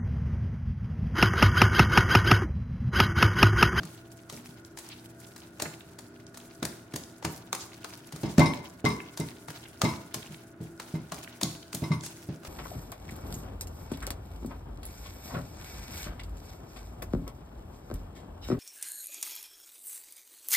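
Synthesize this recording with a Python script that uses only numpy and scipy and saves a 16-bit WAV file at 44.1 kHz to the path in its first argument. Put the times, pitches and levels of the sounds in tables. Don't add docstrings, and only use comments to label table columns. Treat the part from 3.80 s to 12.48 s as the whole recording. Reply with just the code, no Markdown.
import sys
import numpy as np
from scipy import signal
from scipy.fft import rfft, irfft, next_fast_len
from scipy.io import wavfile
from scipy.ndimage import uniform_filter1d, map_coordinates

SR = 44100
rng = np.random.default_rng(int(sys.argv[2]) if len(sys.argv) > 2 else 0)


def store_wav(level_fs):
    pcm = np.round(np.clip(np.atleast_2d(level_fs), -1, 1) * 32767)
    wavfile.write(sys.argv[1], SR, pcm.T.astype(np.int16))


N = 382788
TOP_HZ = 16000


def amp(db):
    return 10 ** (np.asarray(db) / 20)


def unit(x):
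    return x / np.sqrt(np.mean(x ** 2) + 1e-20)


def along(points, hz):
    point_hz, values = np.transpose(points)
    return np.interp(np.log(hz + 1), np.log(point_hz + 1), values)


def wobble(rate_hz, size):
    knots = rng.standard_normal(int(size * rate_hz / SR) + 4)
    return map_coordinates(knots, [np.arange(size) * rate_hz / SR])


def filtered(x, response):
    padded = next_fast_len(x.shape[-1] + SR // 2)
    spectrum = rfft(x, padded) * response(np.fft.rfftfreq(padded, 1 / SR))
    return irfft(spectrum, padded)[..., :x.shape[-1]]


def coloured(x, points, size=2048):
    cepstrum = irfft(np.log(amp(along(points, np.fft.rfftfreq(size, 1 / SR)))))
    cepstrum[1:size // 2] *= 2
    cepstrum[size // 2 + 1:] = 0
    kernel = irfft(np.exp(rfft(cepstrum)))
    return signal.fftconvolve(x, kernel[None] / np.linalg.norm(kernel), axes=1)[:, :N]


def add(track, s, sound):
    start = max(round(s * SR), 0)
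    part = sound[..., :max(N - start, 0)]
    track[..., start:start + part.shape[-1]] += part


# (frequency [Hz], correlation [0-1])
STEREO_LIKENESS = [(100,0.98),(250,0.91),(500,0.7),(1000,0.34),(4000,0.057),(12000,0.018)]


def spread(pair):
    def mid_side_gains(hz):
        turn = np.arccos(np.clip(along(STEREO_LIKENESS, hz), -1, .998)) / 2
        return np.array([np.cos(turn), np.sin(turn)])

    mid, side = filtered(pair, mid_side_gains)
    return np.array([mid + side, mid - side])


# (frequency [Hz], relative level [dB], 60 dB decay time [s])
BOWL_MODES = [(91,-13.5,0.53),(124.1,-2,0.36),(157.5,5,0.32),(203.9,-3.5,0.31),(231.2,-3,0.34),(272.2,-1.5,0.23),(326,-0.5,0.21),(420.4,-6.5,0.21),(598,1.5,0.17),(680.7,0,0.15),(780,-9.5,0.3),(871,-10,0.37),(919.4,-8.5,0.17),(1000,-13.5,0.39),(1115,-8.5,0.21),(1556,-22,0.13),(2088,-3.5,0.14),(2120,-25,0.3),(2240,-21,0.41),(3840,8,0.081),(4200,-13,0.3),(5170,5,0.17),(5400,2.5,0.12),(5950,-10,0.38),(5970,-16,.28),(6800,-22,.3),(8700,-8,0.2),(9781,-12,0.26)]


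def ring(t, lo_hz, hi_hz, waver, apart, rate=90):
    out, power = np.zeros((2, len(t))), 1e-9
    for hz, db, t60 in BOWL_MODES:
        if lo_hz <= hz < hi_hz:
            knots = rng.standard_normal(400)
            drift = np.interp(t * rate, np.arange(len(knots)), knots)
            phase = 2 * np.pi * (hz * t + rng.random()) + waver * drift
            offset = apart * rng.standard_normal((2, 1))
            level = amp(db + 1.56 * rng.standard_normal() - 60 * t / t60)
            out += level * np.sin(phase + offset)
            power += amp(db) ** 2
    return out / np.sqrt(power)


# (time [s], smack level [dB, relative], brightness [dB], snap against the smack [dB, relative],
#   lag of the rear wires [s], rear wires over the smack [dB], stirring level [dB, relative])
WHISK_STROKES = [(0.032, -47.5, -1.5, 23, 0.019, -3, -57.5), (0.4973, -42.5, 2, 17, .027, -9, -57),
                 (0.972, -44, 2, 0, 0.014, -1.5, -55), (1.4, -62, 13, 5, 0.066, -6, -59),
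                 (1.561, -46.5, 2.5, 0, 0.017, -9.5, -61), (1.798, -35, -1.5, -2, .022, 5.5, -59.5),
                 (2.187, -44, 1.5, 4, 0.019, -21, -63.5), (2.543, -50, -0.5, 0, 0.029, 3, -60),
                 (2.8272, -33, -3, 13, .023, 0, -61.5), (3.137, -41.5, 0, 5, 0.022, 6.5, -61),
                 (3.425, -47, -7.5, 16, 0.023, 18, -57.5), (3.728, -32.5, -0.5, 26, 0.02, -3.5, -55.5),
                 (4.0437, -39.5, -4, 18, 0.025, -24, -54.5), (4.323, -43.5, -1, -6, 0.037, -4, -56),
                 (4.4315, -44, -3, 9, 0.03, -16, -53.5), (4.580, -29.5, -5, 11, .013, 0, -54),
                 (5.051, -37.5, -0.5, 25, 0.035, -7, -54.5), (5.373, -39.5, 2, 7, .026, -3, -55),
                 (5.682, -43.5, -5, 8, .02, 0, -52.5), (6.016, -27.5, -2.5, 23.5, 0.026, -10.5, -54),
                 (6.342, -30.5, 0.5, 15, 0.022, -29, -58), (6.812, -69, 12, 4, 0.023, -9, -65),
                 (6.998, -40, -4, 14, .02, -13, -56), (7.319, -35.5, -3.5, 0, 0.023, -9, -54.5),
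                 (7.612, -34.5, 0, 3, .019, 3.5, -56), (7.9285, -39.5, 3, 16, .018, 3, -54.5),
                 (8.235, -43.5, -0.5, 3, .026, 2, -55.5), (8.631, -54, -6.5, 2, 0.017, 7.5, -55)]
REAR_BRIGHT_DB, REAR_SNAP_DB = 4.5, -2


def contacts():
    for s, db, bright_db, snap_db, lag, rear_db, _ in WHISK_STROKES:
        yield s, db, bright_db, snap_db
        yield s + lag, db + rear_db, bright_db + REAR_BRIGHT_DB, REAR_SNAP_DB


SMACK_BODY = [(120,-14),(400,2),(1000,4),(1700,-1.5),(3000,-16),(8000,-63)]
WIRE_BITE = [(500,-16),(1300,-7),(2000,-0.5),(3300,-2),(4800,-6),(12000,-31.5)]
WIRE_EDGE = [(1000,-40),(2800,-10),(4000,5),(6800,3.5),(9000,-30),(16000,-50)]
FINE_SPRAY = [(3000,-41),(6500,6),(8500,7.5),(12000,1.5),(16000,-3)]
CONTACT_SNAP = [(200,-46),(600,-9),(1200,10.5),(2500,-4.5),(4000,3),(6500,1.5),(9000,-5),(16000,-24)]


def smacks(rise_s=0.001718, burst_t60_s=0.03, snap_db=-10, snap_t60_s=0.0019,
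           lead_db=-10, lead_t60_s=0.015, wet_db=-18, wet_t60_s=0.14, width=0.57, grainy_db=2.5,
           body_db=-2, bite_db=-6, edge_db=-3, spray_db=-3, wall_db=-12, wall_t60_s=0.16):
    early_s = .02
    t = np.arange(SR // 4) / SR - early_s
    lead = amp(lead_db - 60 * np.abs(t) / lead_t60_s)
    onset = np.clip(t / rise_s, 0, 1) ** 2
    strike = amp(-60 * np.maximum(t - rise_s, 0) / burst_t60_s)
    wet_tail = amp(wet_db - 60 * t / wet_t60_s)
    burst = lead + onset * (strike + wet_tail)
    after = t[t >= 0]

    layers = np.zeros((4, 2, N))
    snaps, wall = np.zeros((2, 2, N))
    tilts = np.linspace(-1, 1, len(layers))
    for s, db, bright_db, hard_db in contacts():
        for layer, tilt in zip(layers, tilts):
            grain = amp(grainy_db * wobble(927, len(t)))
            mid, side = rng.standard_normal((2, len(t))) * grain
            stereo = np.array([mid + width * side, mid - width * side])
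            add(layer, s - early_s, amp(db + tilt * bright_db) * burst * stereo)

        mid, side = rng.standard_normal((2, len(t)))
        snap = amp(db + hard_db + snap_db - 60 * np.abs(t - rise_s) / snap_t60_s)
        add(snaps, s - early_s, snap * np.array([mid + 1.3 * side, mid - 0.44 * side]))

        muffled = amp(db - bright_db + wall_db - 60 * after / wall_t60_s) * np.minimum(after / rise_s, 1)
        add(wall, s, muffled * ring(after, 520, 1700, waver=1.0, apart=0.32))

    gains = amp([body_db, bite_db, edge_db, spray_db])
    colours = (SMACK_BODY, WIRE_BITE, WIRE_EDGE, FINE_SPRAY)
    tear = sum(gain * coloured(layer, colour) for gain, layer, colour in zip(gains, layers, colours))
    return (tear + wall + coloured(snaps, CONTACT_SNAP)) * amp([[1.2], [-1.2]])


# (time [s], level [dB, relative], centre pitch [Hz], length to either side of the peak [s])
SOFT_PUFFS = [(0.05, -66.5, 3150, 0.06), (0.85, -45.5, 5430, 0.0016), (1.09, -40, 8000, 0.0017),
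              (1.121, -46, 3370, 0.018), (1.859, -38, 1940, 0.0077), (2.009, -43, 3000, 0.0018),
              (2.468, -47, 6000, .002), (3.238, -42.5, 6000, 0.0024), (3.522, -49.5, 11000, 0.019),
              (3.815, -42, 5800, 0.019), (4.177, -49, 12000, .003), (4.273, -47, 9000, .003),
              (4.512, -50, 6260, 0.019), (4.737, -31.5, 2880, 0.0011), (4.775, -45, 5000, 0.0032),
              (5.204, -36, 2010, 0.0029), (5.488, -37.5, 3340, 0.0015), (5.858, -48, 2580, 0.0076),
              (6.429, -43, 2860, 0.0046), (6.546, -42.5, 3150, 0.0027), (7.446, -42.5, 3060, 0.0028),
              (7.477, -39, 2020, 0.0017), (7.83, -43.5, 3870, .0023), (8.21, -43, 5640, .003),
              (8.256, -41, 7150, 0.024)]


def puffs(width_share=0.47):
    t = np.arange(-SR // 8, SR // 8) / SR
    out = np.zeros((2, N))
    for s, db, hz, length in SOFT_PUFFS:
        noise = rng.standard_normal((2, len(t)))
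        puff = unit(filtered(noise, lambda f: 1 / (1 + ((f - hz) / (width_share * hz)) ** 4)))
        add(out, s + t[0], amp(db) * np.exp(-(t / length) ** 2) * puff)
    return spread(out)


STIR_HOLD_S = 0.09


def stirring(fade_db_per_s, bright_share):
    starts, _, bright_db, *_, stir_db = np.transpose(WHISK_STROKES)
    t = np.arange(N) / SR
    stroke = np.maximum(np.searchsorted(starts, t) - 1, 0)
    fading_s = np.maximum(t - starts[stroke] - STIR_HOLD_S, 0)
    held_db = (stir_db + bright_share * bright_db)[stroke]
    return uniform_filter1d(held_db - fade_db_per_s * fading_s, size=900)


def bubbles(rate, centre_hz, cycles, range_db, size=256):
    count = int(rate * N / SR)
    when, pitch, strength, place = rng.random((count, 4)).T[:, :, None]
    hz = np.minimum(centre_hz * 2 ** (2 * pitch - 1), TOP_HZ)
    turns = hz * np.arange(size) / SR
    decay = amp(range_db * strength ** 2) * np.exp(-turns / cycles)
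    index = ((when * N).astype(int) + np.arange(size)).ravel()
    sides = []
    for way in (1, -1):
        pings = decay * np.sin(2 * np.pi * turns + way * 3 * (place - .5))
        sides.append(np.bincount(index, pings.ravel(), N)[:N])
    return unit(np.array(sides))


# (frequency [Hz], relative level per Hz [dB])
SQUELCH_COLOUR = [(300,-30),(800,12),(1300,4.5),(2500,4.5),(4000,3.5),(6500,-1.5),(10000,-40),(16000,-1)]
CRACKLE_COLOUR = [(2000,-23),(5000,-5),(8000,-2.5),(11000,-3),(15500,-11.5)]


def batter(squelch_gain_db=-1, crackle_gain_db=-2, pop_db=-3):
    flutter = wobble(50, N)

    def level(db):
        return amp(db + 1.97 * flutter + 3.17 * wobble(50, N))

    def hiss(colour):
        return unit(spread(coloured(rng.standard_normal((2, N)), colour)))

    pops = bubbles(rate=300, centre_hz=4000, cycles=1.8, range_db=20)
    ticks = bubbles(rate=400, centre_hz=9500, cycles=1.4, range_db=30)
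    squelch_db = squelch_gain_db + stirring(fade_db_per_s=39, bright_share=-0.093)
    crackle_db = crackle_gain_db + stirring(fade_db_per_s=32.5, bright_share=0.24)
    squelch = level(squelch_db) * (hiss(SQUELCH_COLOUR) + amp(pop_db) * pops)
    crackle = level(crackle_db) * (hiss(CRACKLE_COLOUR) + amp(pop_db) * ticks)
    return squelch + crackle


# (time [s], level [dB, relative], hardness [dB], thud pitch [Hz])
BOWL_KNOCKS = [(0.003, -41.5, 4, 135), (0.043, -45.5, -12, 153), (0.523, -43.5, 8.5, 328),
               (0.686, -52.5, -6, 134), (1.82, -43.5, 17, 115), (1.855, -39.5, 1, 325),
               (2.824, -34, 4.5, 248), (3.137, -37, 4, 130), (3.447, -31, 1.5, 266), (3.727, -48, 9, 217),
               (4.334, -39.5, -1, 135), (4.433, -25, 1.5, 217), (4.581, -14, -3, 202),
               (4.593, -22.5, 15, 156), (5.042, -20, 2, 158), (5.395, -29.5, 1, 159),
               (5.685, -45.5, -2, 144), (6.035, -20.5, 1.5, 153), (6.358, -42, 4.5, 219),
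               (6.494, -47.5, -9, 153), (6.804, -35.5, -4, 169), (7.139, -30.5, -4.5, 160),
               (7.322, -40.5, 0, 173), (7.627, -30, -0.5, 174), (7.94, -36.5, -4, 160),
               (8.018, -29, -0.5, 125), (8.105, -26, -7, 154), (8.487, -34, 1, 128)]
# (frequency [Hz], relative level [dB])
RATTLE_COLOUR = [(25,-27),(45,-17),(65,3.5),(160,-1),(300,5),(550,-8.5),(1000,-15.5),(2000,-19),(6000,-25.5),(16000,-64)]


def knocks(thud_cycles=0.73, thud_db=6, low_db=2, clunk_db=-1, clack_db=-10, rattle_db=-8, rattle_t60_s=0.37):
    t = np.arange(SR // 2) / SR
    onset = 1 - np.exp(-t / 0.0015)
    out, rattle = np.zeros((2, 2, N))
    for s, db, hard_db, thud_hz in BOWL_KNOCKS:
        u = t * thud_hz / thud_cycles
        push = (u * np.exp(1 - u)) ** 2
        add(out, s, amp(db + thud_db) * np.sin(2 * np.pi * thud_hz * t) * push)

        low = ring(t, 0, 220, waver=0.58, apart=0.13)
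        clunk = ring(t, 220, 520, waver=0.6, apart=0.14) * amp([[-1], [1]])
        clack = ring(t, 520, 980, waver=1.0, apart=0.23)
        add(out, s, amp(db + low_db - hard_db / 2) * onset * low)
        add(out, s, amp(db + clunk_db + hard_db / 2) * onset * clunk)
        add(out, s, amp(db + clack_db + hard_db) * onset * clack)

        rattle_level = amp(db + rattle_db + hard_db / 2 - 60 * t / rattle_t60_s)
        add(rattle, s, rattle_level * onset * rng.standard_normal((2, len(t))))
    return out + spread(coloured(rattle, RATTLE_COLOUR))


# (time [s], level [dB, relative], shimmer over that [dB])
STEEL_CLINKS = [(4.4558, -43, -3), (4.6014, -23.5, -10), (4.6144, -18.5, -36), (4.6564, -27.5, -1),
                (5.0574, -21, -12), (5.0994, -35.5, -1.5), (5.406, -40, -1), (6.0483, -25.5, -9),
                (6.0872, -37.5, -1), (7.1494, -43.5, -9), (7.6414, -40.5, -18), (8.0375, -36, -3.5),
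                (8.1162, -32.5, -4.5)]
# (frequency [Hz], relative level [dB])
SCRAPE_COLOUR = [(600, -21), (1100, 6.5), (1700, -6), (2200, 3), (3000, -3), (4200, 0), (6000, -6),
                 (9000, -15), (16000, -28)]


def clinks(belly_db=-1, wall_db=-1, rise_s=0.0015, scrape_db=-3, scrape_t60_s=0.11):
    t = np.arange(SR // 2) / SR
    onset = 1 - np.exp(-t / rise_s)
    out, scrape = np.zeros((2, 2, N))
    for s, db, high_db in STEEL_CLINKS:
        belly = ring(t, 900, 1700, waver=1.0, apart=0.98)
        wall = ring(t, 1800, 3000, waver=1.0, apart=0.54) * amp([[3.5], [-4]])
        shimmer = ring(t, 3000, SR, waver=1.0, apart=0.41, rate=160) * amp([[1.5], [-1.5]])
        add(out, s, amp(db + belly_db) * onset * belly)
        add(out, s, amp(db + wall_db) * onset * wall)
        add(out, s, amp(db + high_db) * onset * shimmer)

        scrape_level = amp(db + high_db / 2 + scrape_db - 60 * t / scrape_t60_s)
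        add(scrape, s, scrape_level * onset * rng.standard_normal((2, len(t))))
    return out + spread(coloured(scrape, SCRAPE_COLOUR))


# (frequency [Hz], 60 dB decay time [s])
KITCHEN_DECAY = [(100,0.68),(500,0.67),(2000,0.5),(6000,0.48),(15000,0.51)]


def kitchen(x, low_hz=260, count=40):
    send = signal.sosfilt(signal.butter(2, low_hz, "high", fs=SR, output="sos"), x.mean(axis=0))
    out, start = np.zeros((2, N)), 0
    for piece in np.array_split(send, count):
        hz, t, noise = signal.stft(rng.standard_normal((2, SR // 2)), SR, nperseg=256)
        decay = amp(-60 * t / along(KITCHEN_DECAY, hz)[:, None])
        tail = signal.istft(noise * decay, SR, nperseg=256)[1]
        tail = tail * np.minimum(np.arange(tail.shape[1]) / SR / 0.0057, 1)
        add(out, start / SR, signal.fftconvolve(piece[None], tail / np.linalg.norm(tail[0]), axes=1))
        start += len(piece)
    return spread(out)


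# (frequency [Hz], level [dB, relative])
HUM_PARTIALS = [(118.4, -56.5), (150.7, -67.5), (183.0, -60.5), (242.2, -61), (301.5, -61), (333.8, -55.5),
                (393.0, -63), (597.5, -70.5), (668, -63.5), (1425, -70), (1453, -68.5)]
# (frequency [Hz], relative level per Hz [dB])
MOTOR_AIR = [(25,-5),(50,-6),(100,2.5),(200,-5),(340,-0.5),(500,-11),(680,-9.5),(850,-15.5),(1200,-16.5),(1450,-9),(1900,-20),(3000,-30.5),(8000,-55),(16000,-59)]


def appliance(hum_db=-1, air_db=-54):
    t = np.arange(N) / SR
    hum = np.zeros(N)
    for hz, db in HUM_PARTIALS:
        level = amp(db + hum_db + 3.1 * wobble(6, N))
        phase = 2 * np.pi * (hz * t + rng.random()) + 0.5 * wobble(4.6, N)
        hum += level * np.sin(phase)
    air = unit(spread(coloured(rng.standard_normal((2, N)), MOTOR_AIR)))
    return hum + amp(air_db) * air


def scene():
    whisk = smacks() + puffs()
    bowl = knocks() + clinks()
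    room = kitchen(amp(-5.0) * whisk + amp(-8.5) * bowl)
    return whisk + batter() + bowl + room + appliance()


def record(dry, low_cut_hz=52):
    thin = signal.sosfilt(signal.butter(2, low_cut_hz, "high", fs=SR, output="sos"), dry)
    return filtered(thin, lambda hz: hz < TOP_HZ)


dry = scene()
out = record(dry)
store_wav(out)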